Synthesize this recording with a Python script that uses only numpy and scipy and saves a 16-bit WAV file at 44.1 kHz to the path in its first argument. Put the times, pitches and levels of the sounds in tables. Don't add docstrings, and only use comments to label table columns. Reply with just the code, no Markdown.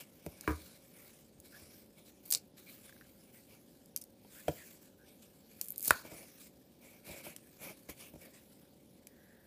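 import sys
import numpy as np
from scipy import signal
from scipy.fft import rfft, irfft
from scipy.io import wavfile

SR = 44100
rng = np.random.default_rng(int(sys.argv[2]) if len(sys.argv) > 2 else 0)


def unload_audio(sound):
    columns = np.transpose(np.atleast_2d(sound))
    steps = np.round(np.clip(columns, -1, 1) * 32767)
    wavfile.write(sys.argv[1], SR, steps.astype(np.int16))


N = 417186
TIME = np.arange(N) / SR
LOW_CUT_HZ, HIGH_CUT_HZ = 60.26, 15250


# f/Hz, density/dB
AIR_SPECTRUM = [(25, -2.5), (101, -6), (226, 1), (479, -8), (563, -13.5), (644, -15.5), (756, -14.5),
                (1290, -31), (2460, -33), (3220, -26.5), (4820, -30), (9440, -42.5), (15300, -43.5)]
# f/Hz, level/dB
FAN_TONES = [(215, -84.5), (538, -75.5), (587, -78)]
# t/s, level/dB
GRIP_CREEP = [(0, -68), (1.15, -64.5), (1.3, -71), (1.45, -73), (2.2, -69.5), (2.45, -74), (2.55, -77),
              (2.65, -64), (3.6, -68), (4.15, -75), (4.4, -58.5), (4.95, -73.5), (5.2, -68.5), (6.7, -72.5),
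              (7.5, -66), (8.55, -68), (8.75, -72)]
# t/s, length/s, level/dB, pressure on the hollow boot/0-1, contact resonance f/Hz
FINGER_STROKES = [(0.0, 0.012, -47, 0.33, 2860), (0.29, 0.86, -62, 0.6, 5500),
                  (0.444, 0.33, -56.5, 0.05, 4100), (0.95, 0.16, -61, 0.2, 2120),
                  (1.446, 0.035, -57, 0.09, 4050), (1.513, 0.34, -58.5, 0.2, 5260),
                  (1.971, 0.044, -62, 0.34, 3770), (2.057, 0.039, -58.5, 0.08, 4000),
                  (2.242, 0.076, -61.5, 0.18, 4500), (2.329, 0.037, -53.5, 0.53, 2300),
                  (2.573, 0.046, -57.5, 0.08, 3870), (2.672, 0.089, -57, 0.14, 4150),
                  (2.838, 0.076, -58.5, 0.22, 3400), (3.344, 0.049, -60, 0.2, 2020),
                  (3.484, 0.089, -64.5, 0.42, 2550), (4.31, 0.13, -58, 0.11, 7640),
                  (4.517, 0.27, -56.5, 0, 7440), (4.812, 0.071, -62.5, 0, 7700),
                  (5.06, 0.089, -64.5, 0.32, 3630), (5.219, 0.041, -62, 0.18, 3000),
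                  (5.497, 0.25, -63, 0.08, 12200), (5.851, 0.17, -48.5, 0.1, 4230),
                  (6.043, 0.058, -56.5, 0.62, 620), (6.104, 0.15, -54.5, 0.36, 647),
                  (6.256, 0.18, -61, 0.05, 5830), (6.397, 0.084, -56.5, 0, 7500),
                  (6.825, 0.16, -61, 0.47, 2350), (7.064, 0.16, -50.5, 0.38, 2320),
                  (7.24, 0.087, -50.5, 0.34, 2420), (7.613, 0.11, -49.5, 0.48, 2300),
                  (7.891, 0.016, -45, 0.36, 2220), (7.986, 0.11, -54.5, 0.22, 2730),
                  (8.207, 0.084, -61, 0.67, 1810), (8.33, 0.062, -60, 0.2, 1900)]
# f/Hz, density/dB
RUB_SPECTRUM = [(590, -34.5), (1000, -13), (1280, -11.5), (1680, -8), (1910, -12), (2310, -7), (2650, -10),
                (3640, -11.5), (4780, -9), (6060, -11), (15000, -6)]
# f/Hz, width/Hz, level/dB
BOOT_MODES = [(161.2, 120, 2.5), (340, 73, 5.5), (566.6, 130, 7), (1547, 320, -19), (2264, 130, 5)]
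# start t/s, end t/s, start f/Hz, end f/Hz, level/dB, hoarseness/Hz
FINGER_SQUEAKS = [(0.438, 0.445, 1640, 1540, -56, 160), (1.523, 1.582, 1560, 1660, -58.5, 130),
                  (2.665, 2.705, 2330, 2250, -58, 80), (4.35, 4.42, 1453, 1740, -63.5, 110),
                  (4.573, 4.651, 1945, 1790, -60.5, 120), (4.984, 5.06, 1480, 1690, -69.5, 110),
                  (9.067, 9.56, 1790, 1733, -72, 190)]
# t/s, level/dB
FINGER_CREAKS = [(2.8937, -62), (2.925, -63.5), (2.9645, -69), (3.011, -61.5), (3.021, -67.5), (3.051, -75)]
# t/s, level/dB, contact cut-off f/Hz
BOX_KNOCKS = [(0.4765, 0.5, 3500), (0.4925, -7, 800), (0.5055, -6.5, 800), (0.5195, -7.5, 300),
              (1.382, -29, 58.5), (1.62, -27.5, 60)]
# f/Hz, level/dB, t60/s
BOX_MODES = [(82.4, -29, 0.115), (137, -32, 0.043), (303.6, -31.5, 0.088), (450, -31.5, 0.033),
             (734, -36.5, 0.017), (967, -36, 0.057), (1174, -25, 0.015), (1610, -27, 0.017),
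             (2330, -29, 0.011)]
# t/s, level/dB, contact cut-off f/Hz
GRIP_BUMPS = [(0.2635, -12, 70), (4.248, -34, 3000), (4.4812, -5, 2000), (4.4828, -2.5, 600),
              (5.8795, -18.5, 3000), (6.05, -23, 299), (6.118, -22, 200), (6.14, -26, 61),
              (7.097, -21, 100), (7.266, -21, 1500), (7.8905, -18.5, 128), (8.138, -22.5, 91),
              (8.158, -23.5, 89.7)]
# f/Hz, level/dB, t60/s
GRIP_MODES = [(90, -39, 0.094), (147, -36.5, 0.074), (322, -25.5, 0.036), (431, -25.5, 0.028),
              (628, -18, 0.013), (943.4, -30, 0.034), (1379.8, -33, 0.015), (2320, -26.5, 0.0064),
              (3200, -24.5, 0.0069)]
# t/s, snaps/s, level/dB, tilt/(dB/octave)
PEEL_CURVES = [
    [(2.255, 165, -41, 7), (2.3, 350, -50, 27), (2.33, 620, -37.5, -21.5), (2.385, 320, -46, 0)],
    [(5.62, 620, -44, 10), (5.74, 66, -47.5, 9.5), (5.83, 270, -36.5, 9), (5.872, 1800, -39, 4),
     (5.881, 2700, -24.5, 3.5), (5.888, 1900, -42.5, -5), (5.906, 1500, -40.5, -9)],
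]
# t/s, level/dB, treble tilt/(dB/octave), body/dB
RUBBER_SNAPS = [(0.2635, -37, -2.0, 22), (0.4101, -33.5, -2.5, 9), (1.401, -41.5, 6, -3),
                (2.3047, -24, 1.5, -10), (2.3112, -16.5, 7, -2), (2.3237, -15, -4, -14),
                (2.325, -16, -2, 6.5), (2.3298, -26, -4.0, 1), (2.3371, -18, -6.0, -9),
                (2.3406, -28, 2.0, 2), (2.3489, -14, -11, -5), (2.3555, -27, 9, 5), (3.859, -48, 2, -1),
                (3.9624, -20, 1.5, -0.5), (3.9683, -36.5, -5, 16.5), (3.9745, -30, 1, -12),
                (4.0142, -39, 6, -11), (4.0166, -36.5, 2, -2), (4.0215, -39, 0.5, -9),
                (4.0392, -39.5, 1, -12), (5.613, -20.1, -1.5, 7.5), (5.685, -29.5, 8.5, -6),
                (5.7045, -25, 14, -7.5), (5.7213, -30.5, 13, -10), (5.7602, -37.5, 2.5, 4.5),
                (5.7799, -23.5, 11, -6), (5.7885, -37.5, 5.5, -2), (5.8065, -31.5, 4.5, -2.5),
                (5.828, -33.5, 7, -1), (5.8483, -25, 5.5, 0), (5.8567, -23, 1.5, 8),
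                (5.866, -30.5, -1.0, 11.5), (5.8782, -19, 6.5, 0.5), (5.9067, -15.5, -3.5, 13),
                (5.9079, -14.5, 1.5, 8.5), (7.3633, -33.5, -1.5, 11.5), (9.0705, -37.5, 0, 14)]
# f/Hz, width/Hz, level/dB
SNAP_MODES = [(562, 380, -25), (1497, 530, -22), (2380, 600, -15), (4700, 800, -0.5), (6500, 1077, 1),
              (8230, 1200, 2.5), (10100, 900, 4.5), (13720, 870, 6), (14800, 1000, -4)]
# f/Hz, level/dB, t60/s
BORE_MODES = [(93, -36.5, 0.082), (670, -23, 0.021), (1102.6, -10.5, 0.01), (1470, -2.5, 0.0092),
              (2300, -23.5, 0.0054), (3700, -15.5, 0.005)]


def from_db(db):
    return 10 ** (np.asarray(db) / 20)


def unit_rms(x):
    return x / np.sqrt(np.mean(x ** 2) + 1e-20)


def butter(x, hz, kind="low", order=2):
    return signal.sosfilt(signal.butter(order, hz, kind, fs=SR, output="sos"), x)


def drift(rate_hz, size=N):
    return unit_rms(butter(rng.standard_normal(size + SR), rate_hz)[SR:])


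def colour(x, spectrum):
    hz, db = np.transpose(spectrum)
    bins = np.maximum(np.fft.rfftfreq(N, 1 / SR), 1)
    curve = from_db(np.interp(np.log(bins), np.log(hz), db))
    return unit_rms(irfft(rfft(x) * curve, N))


def resonance(x, hz, width_hz):
    r = np.exp(-np.pi * width_hz / SR)
    feedback = [1, -2 * r * np.cos(2 * np.pi * hz / SR), r * r]
    return signal.lfilter(np.array([1, 0, -1]) * (1 - r * r) / 2, feedback, x + 1e-18)


def decay(t, t60):
    return np.exp(-np.log(1000) * t / t60)


def add(out, s, sound):
    at = max(round(s * SR), 0)
    out[at:at + len(sound)] += sound[:max(N - at, 0)]


def room_tone(air_db):
    fan = sum(from_db(db) * np.sin(2 * np.pi * hz * TIME + drift(0.668)) for hz, db in FAN_TONES)
    return np.sqrt(2) * fan + from_db(air_db) * colour(rng.standard_normal(N), AIR_SPECTRUM)


def room_reverb(x, dark_db, dark_t60, bright_db, bright_t60, dark_hz):
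    t = TIME[:SR // 2]
    noise = rng.standard_normal(len(t)) * np.clip(t / 0.0011 - 1, 0, 1)
    dark = butter(noise, dark_hz) * decay(t, dark_t60) / np.linalg.norm(noise * decay(t, dark_t60))
    bright = rng.permutation(noise) * decay(t, bright_t60) * (t > .003)
    response = from_db(dark_db) * dark + from_db(bright_db) * bright / np.linalg.norm(bright)
    return signal.fftconvolve(x, response)[:N]


def stroke_envelopes(release_s=0.015, sag_db_per_s=24.5, lead_s=0.1):
    for start, length, db, pressure, hz in FINGER_STROKES:
        begin = max(start - lead_s, 0)
        t = TIME[:round((length + 3 * lead_s) * SR)] + begin - start
        attack_s = 0.0013 + 0.074 * length
        gate = (1 + np.tanh(t / (2 * attack_s))) * (1 + np.tanh((length - t) / (2 * release_s))) / 4
        yield begin, gate * from_db(db - sag_db_per_s * np.clip(t, 0, length)), pressure, hz


def finger_envelopes():
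    friction = from_db(np.interp(TIME, *np.transpose(GRIP_CREEP))) ** 2
    force = np.zeros(N)
    for s, envelope, pressure, _ in stroke_envelopes():
        add(friction, s, envelope ** 2)
        add(force, s, (pressure * envelope) ** 2)
    return np.sqrt(friction), np.sqrt(force)


def shifting_bands(noises, depth_db, rate_hz, count):
    edges = np.geomspace(900, HIGH_CUT_HZ, count + 1)
    gains = from_db([depth_db * drift(rate_hz) for _ in range(count)])
    bands = [butter(noises[k % 2], edges[k:k + 2], "band") for k in range(count)]
    power = np.average(gains ** 2, axis=0, weights=np.diff(edges))
    return np.sum(gains * bands, axis=0) / np.sqrt(power)


def rubbing(friction, gain_db, grain_db, flutter_db, body_ceiling_db, split_hz):
    slips = rng.standard_normal((2, N)) * from_db(grain_db * drift(900))
    hiss = colour(shifting_bands(slips, depth_db=2.8, rate_hz=7, count=22), RUB_SPECTRUM)
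    body = butter(hiss, split_hz, order=3) * np.minimum(friction, from_db(body_ceiling_db))
    rasp = butter(hiss, split_hz, "high", order=3) * friction
    return (body + rasp) * from_db(gain_db + flutter_db * drift(40))


def skin_ring(gain_db, width_share):
    out = np.zeros(N)
    for s, envelope, _, hz in stroke_envelopes():
        band = resonance(rng.standard_normal(len(envelope)), hz, width_share * hz)
        ring = resonance(band, hz, width_share * hz)
        add(out, s, from_db(gain_db) * envelope * unit_rms(ring))
    return out


def drags(force, gain_db, judder_db, lump_db, lump_hz):
    judder = rng.standard_normal(N) * from_db(judder_db * drift(120))
    body = np.zeros(N)
    for k, (hz, width, db) in enumerate(BOOT_MODES):
        lumps = from_db(lump_db * np.sqrt(BOOT_MODES[0][0] / hz) * drift(lump_hz))
        body += (-1) ** k * from_db(db) * resonance(judder * lumps, hz, width)
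    return from_db(gain_db) * force * unit_rms(body)


def squeaks():
    out = np.zeros(N)
    for start, end, from_hz, to_hz, db, width_hz in FINGER_SQUEAKS:
        size = round((end - start) * SR)
        phase = 2 * np.pi * np.cumsum(np.linspace(from_hz, to_hz, size)) / SR
        hoarse = drift(width_hz, size) * np.cos(phase) + drift(width_hz, size) * np.sin(phase)
        flat_swell = np.hanning(size) ** 0.25
        add(out, start, from_db(db) * flat_swell * unit_rms(hoarse))
    return out


def creaks(hz, width_hz, slip_t60):
    out, t = np.zeros(N), TIME[:SR // 50]
    for s, db in FINGER_CREAKS:
        slip = rng.standard_normal(len(t)) * decay(t, slip_t60)
        add(out, s, from_db(db) * unit_rms(resonance(slip, hz, width_hz)))
    return out


def knocks(hits, modes, rattle_db, rattle_t60, scuff_db, scuff_t60):
    out, t = np.zeros(N), TIME[:SR // 3]
    body = sum((-1) ** k * from_db(db) * decay(t, t60) * np.sin(2 * np.pi * hz * t)
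               for k, (hz, db, t60) in enumerate(modes))
    for s, db, contact_hz in hits:
        force = from_db(rattle_db) * rng.standard_normal(len(t)) * decay(t, rattle_t60)
        force[0] += 1
        thud = butter(signal.fftconvolve(force, body)[:len(t)], contact_hz, order=1)
        scuff = from_db(scuff_db) * rng.standard_normal(len(t)) * decay(t, scuff_t60)
        add(out, s, from_db(db) * (thud / np.linalg.norm(thud) + scuff))
    return out


def peeling(spread_db, body_db):
    rows = []
    for curve in PEEL_CURVES:
        s, per_s, db, tilt = np.transpose(curve)
        fires = rng.random(N) < np.interp(TIME, s, per_s, left=0, right=0) / SR
        times = TIME[fires]
        levels = np.interp(times, s, db) + spread_db * rng.standard_normal(N)[fires]
        rows += zip(times, levels, np.interp(times, s, tilt), np.full(len(times), body_db))
    return rows


def snaps(rows, gain_db, tear_db, tear_t60, detune_share, spread_db):
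    out, t = np.zeros(N), TIME[:SR // 80]
    max_snaps = 1000
    tears = rng.standard_normal((max_snaps, len(t)))
    spots = rng.uniform(-1, 1, (max_snaps, len(SNAP_MODES), 2)) * np.sqrt(3)
    for (s, db, tilt, body_db), tear, spot in zip(rows, tears, spots):
        force = from_db(tear_db) * tear * decay(t, tear_t60)
        force[0] += 1
        tick = np.zeros(len(t))
        for k, ((hz, width, mode_db), (detune, strength)) in enumerate(zip(SNAP_MODES, spot)):
            tone_db = body_db if hz < 3500 else tilt * np.log2(hz / 9000)
            gain = from_db(mode_db + spread_db * strength + tone_db)
            tick += (-1) ** k * gain * resonance(force, hz * (1 + detune_share * detune), width)
        add(out, s, from_db(db + gain_db) * tick / np.linalg.norm(tick))
    return out


def seal_pop(at_s, opening_s):
    out, t = np.zeros(N), TIME[:SR // 5]
    swing = sum(from_db(db) * decay(t, t60) * np.sin(2 * np.pi * hz * t) for hz, db, t60 in BORE_MODES)
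    add(out, at_s, -swing * (1 - np.exp(-t / opening_s)))
    return out


def scene():
    friction, force = finger_envelopes()
    fingers = rubbing(friction, gain_db=-0.4, grain_db=2.0, flutter_db=1.72,
                      body_ceiling_db=-49.5, split_hz=5705)
    fingers += skin_ring(gain_db=-8.5, width_share=0.24)
    fingers += squeaks()
    fingers += creaks(hz=1590, width_hz=180, slip_t60=0.013)
    fingers += drags(force, gain_db=6.0, judder_db=2.0, lump_db=3.5, lump_hz=45)
    snap_rows = list(RUBBER_SNAPS) + peeling(spread_db=3.5, body_db=2.5)
    hits = snaps(snap_rows, gain_db=11.5, tear_db=-16.5, tear_t60=0.012,
                 detune_share=0.046, spread_db=0.24)
    hits += seal_pop(at_s=5.9079, opening_s=0.00023)
    hits += knocks(BOX_KNOCKS, BOX_MODES, rattle_db=-31, rattle_t60=0.16, scuff_db=-42.5, scuff_t60=0.036)
    hits += knocks(GRIP_BUMPS, GRIP_MODES, rattle_db=-26.5, rattle_t60=0.065,
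                   scuff_db=-39, scuff_t60=0.05)
    reverb = room_reverb(hits, dark_db=-16.5, dark_t60=0.3, bright_db=-15, bright_t60=0.119, dark_hz=2000)
    return (fingers + hits + reverb + room_tone(air_db=-62.62))[None]


def record(dry):
    high_cut = signal.ellip(10, .2, 70, HIGH_CUT_HZ, fs=SR, output="sos")
    return signal.sosfilt(high_cut, butter(dry, LOW_CUT_HZ, "high", order=3))


dry = scene()
out = record(dry)
unload_audio(out)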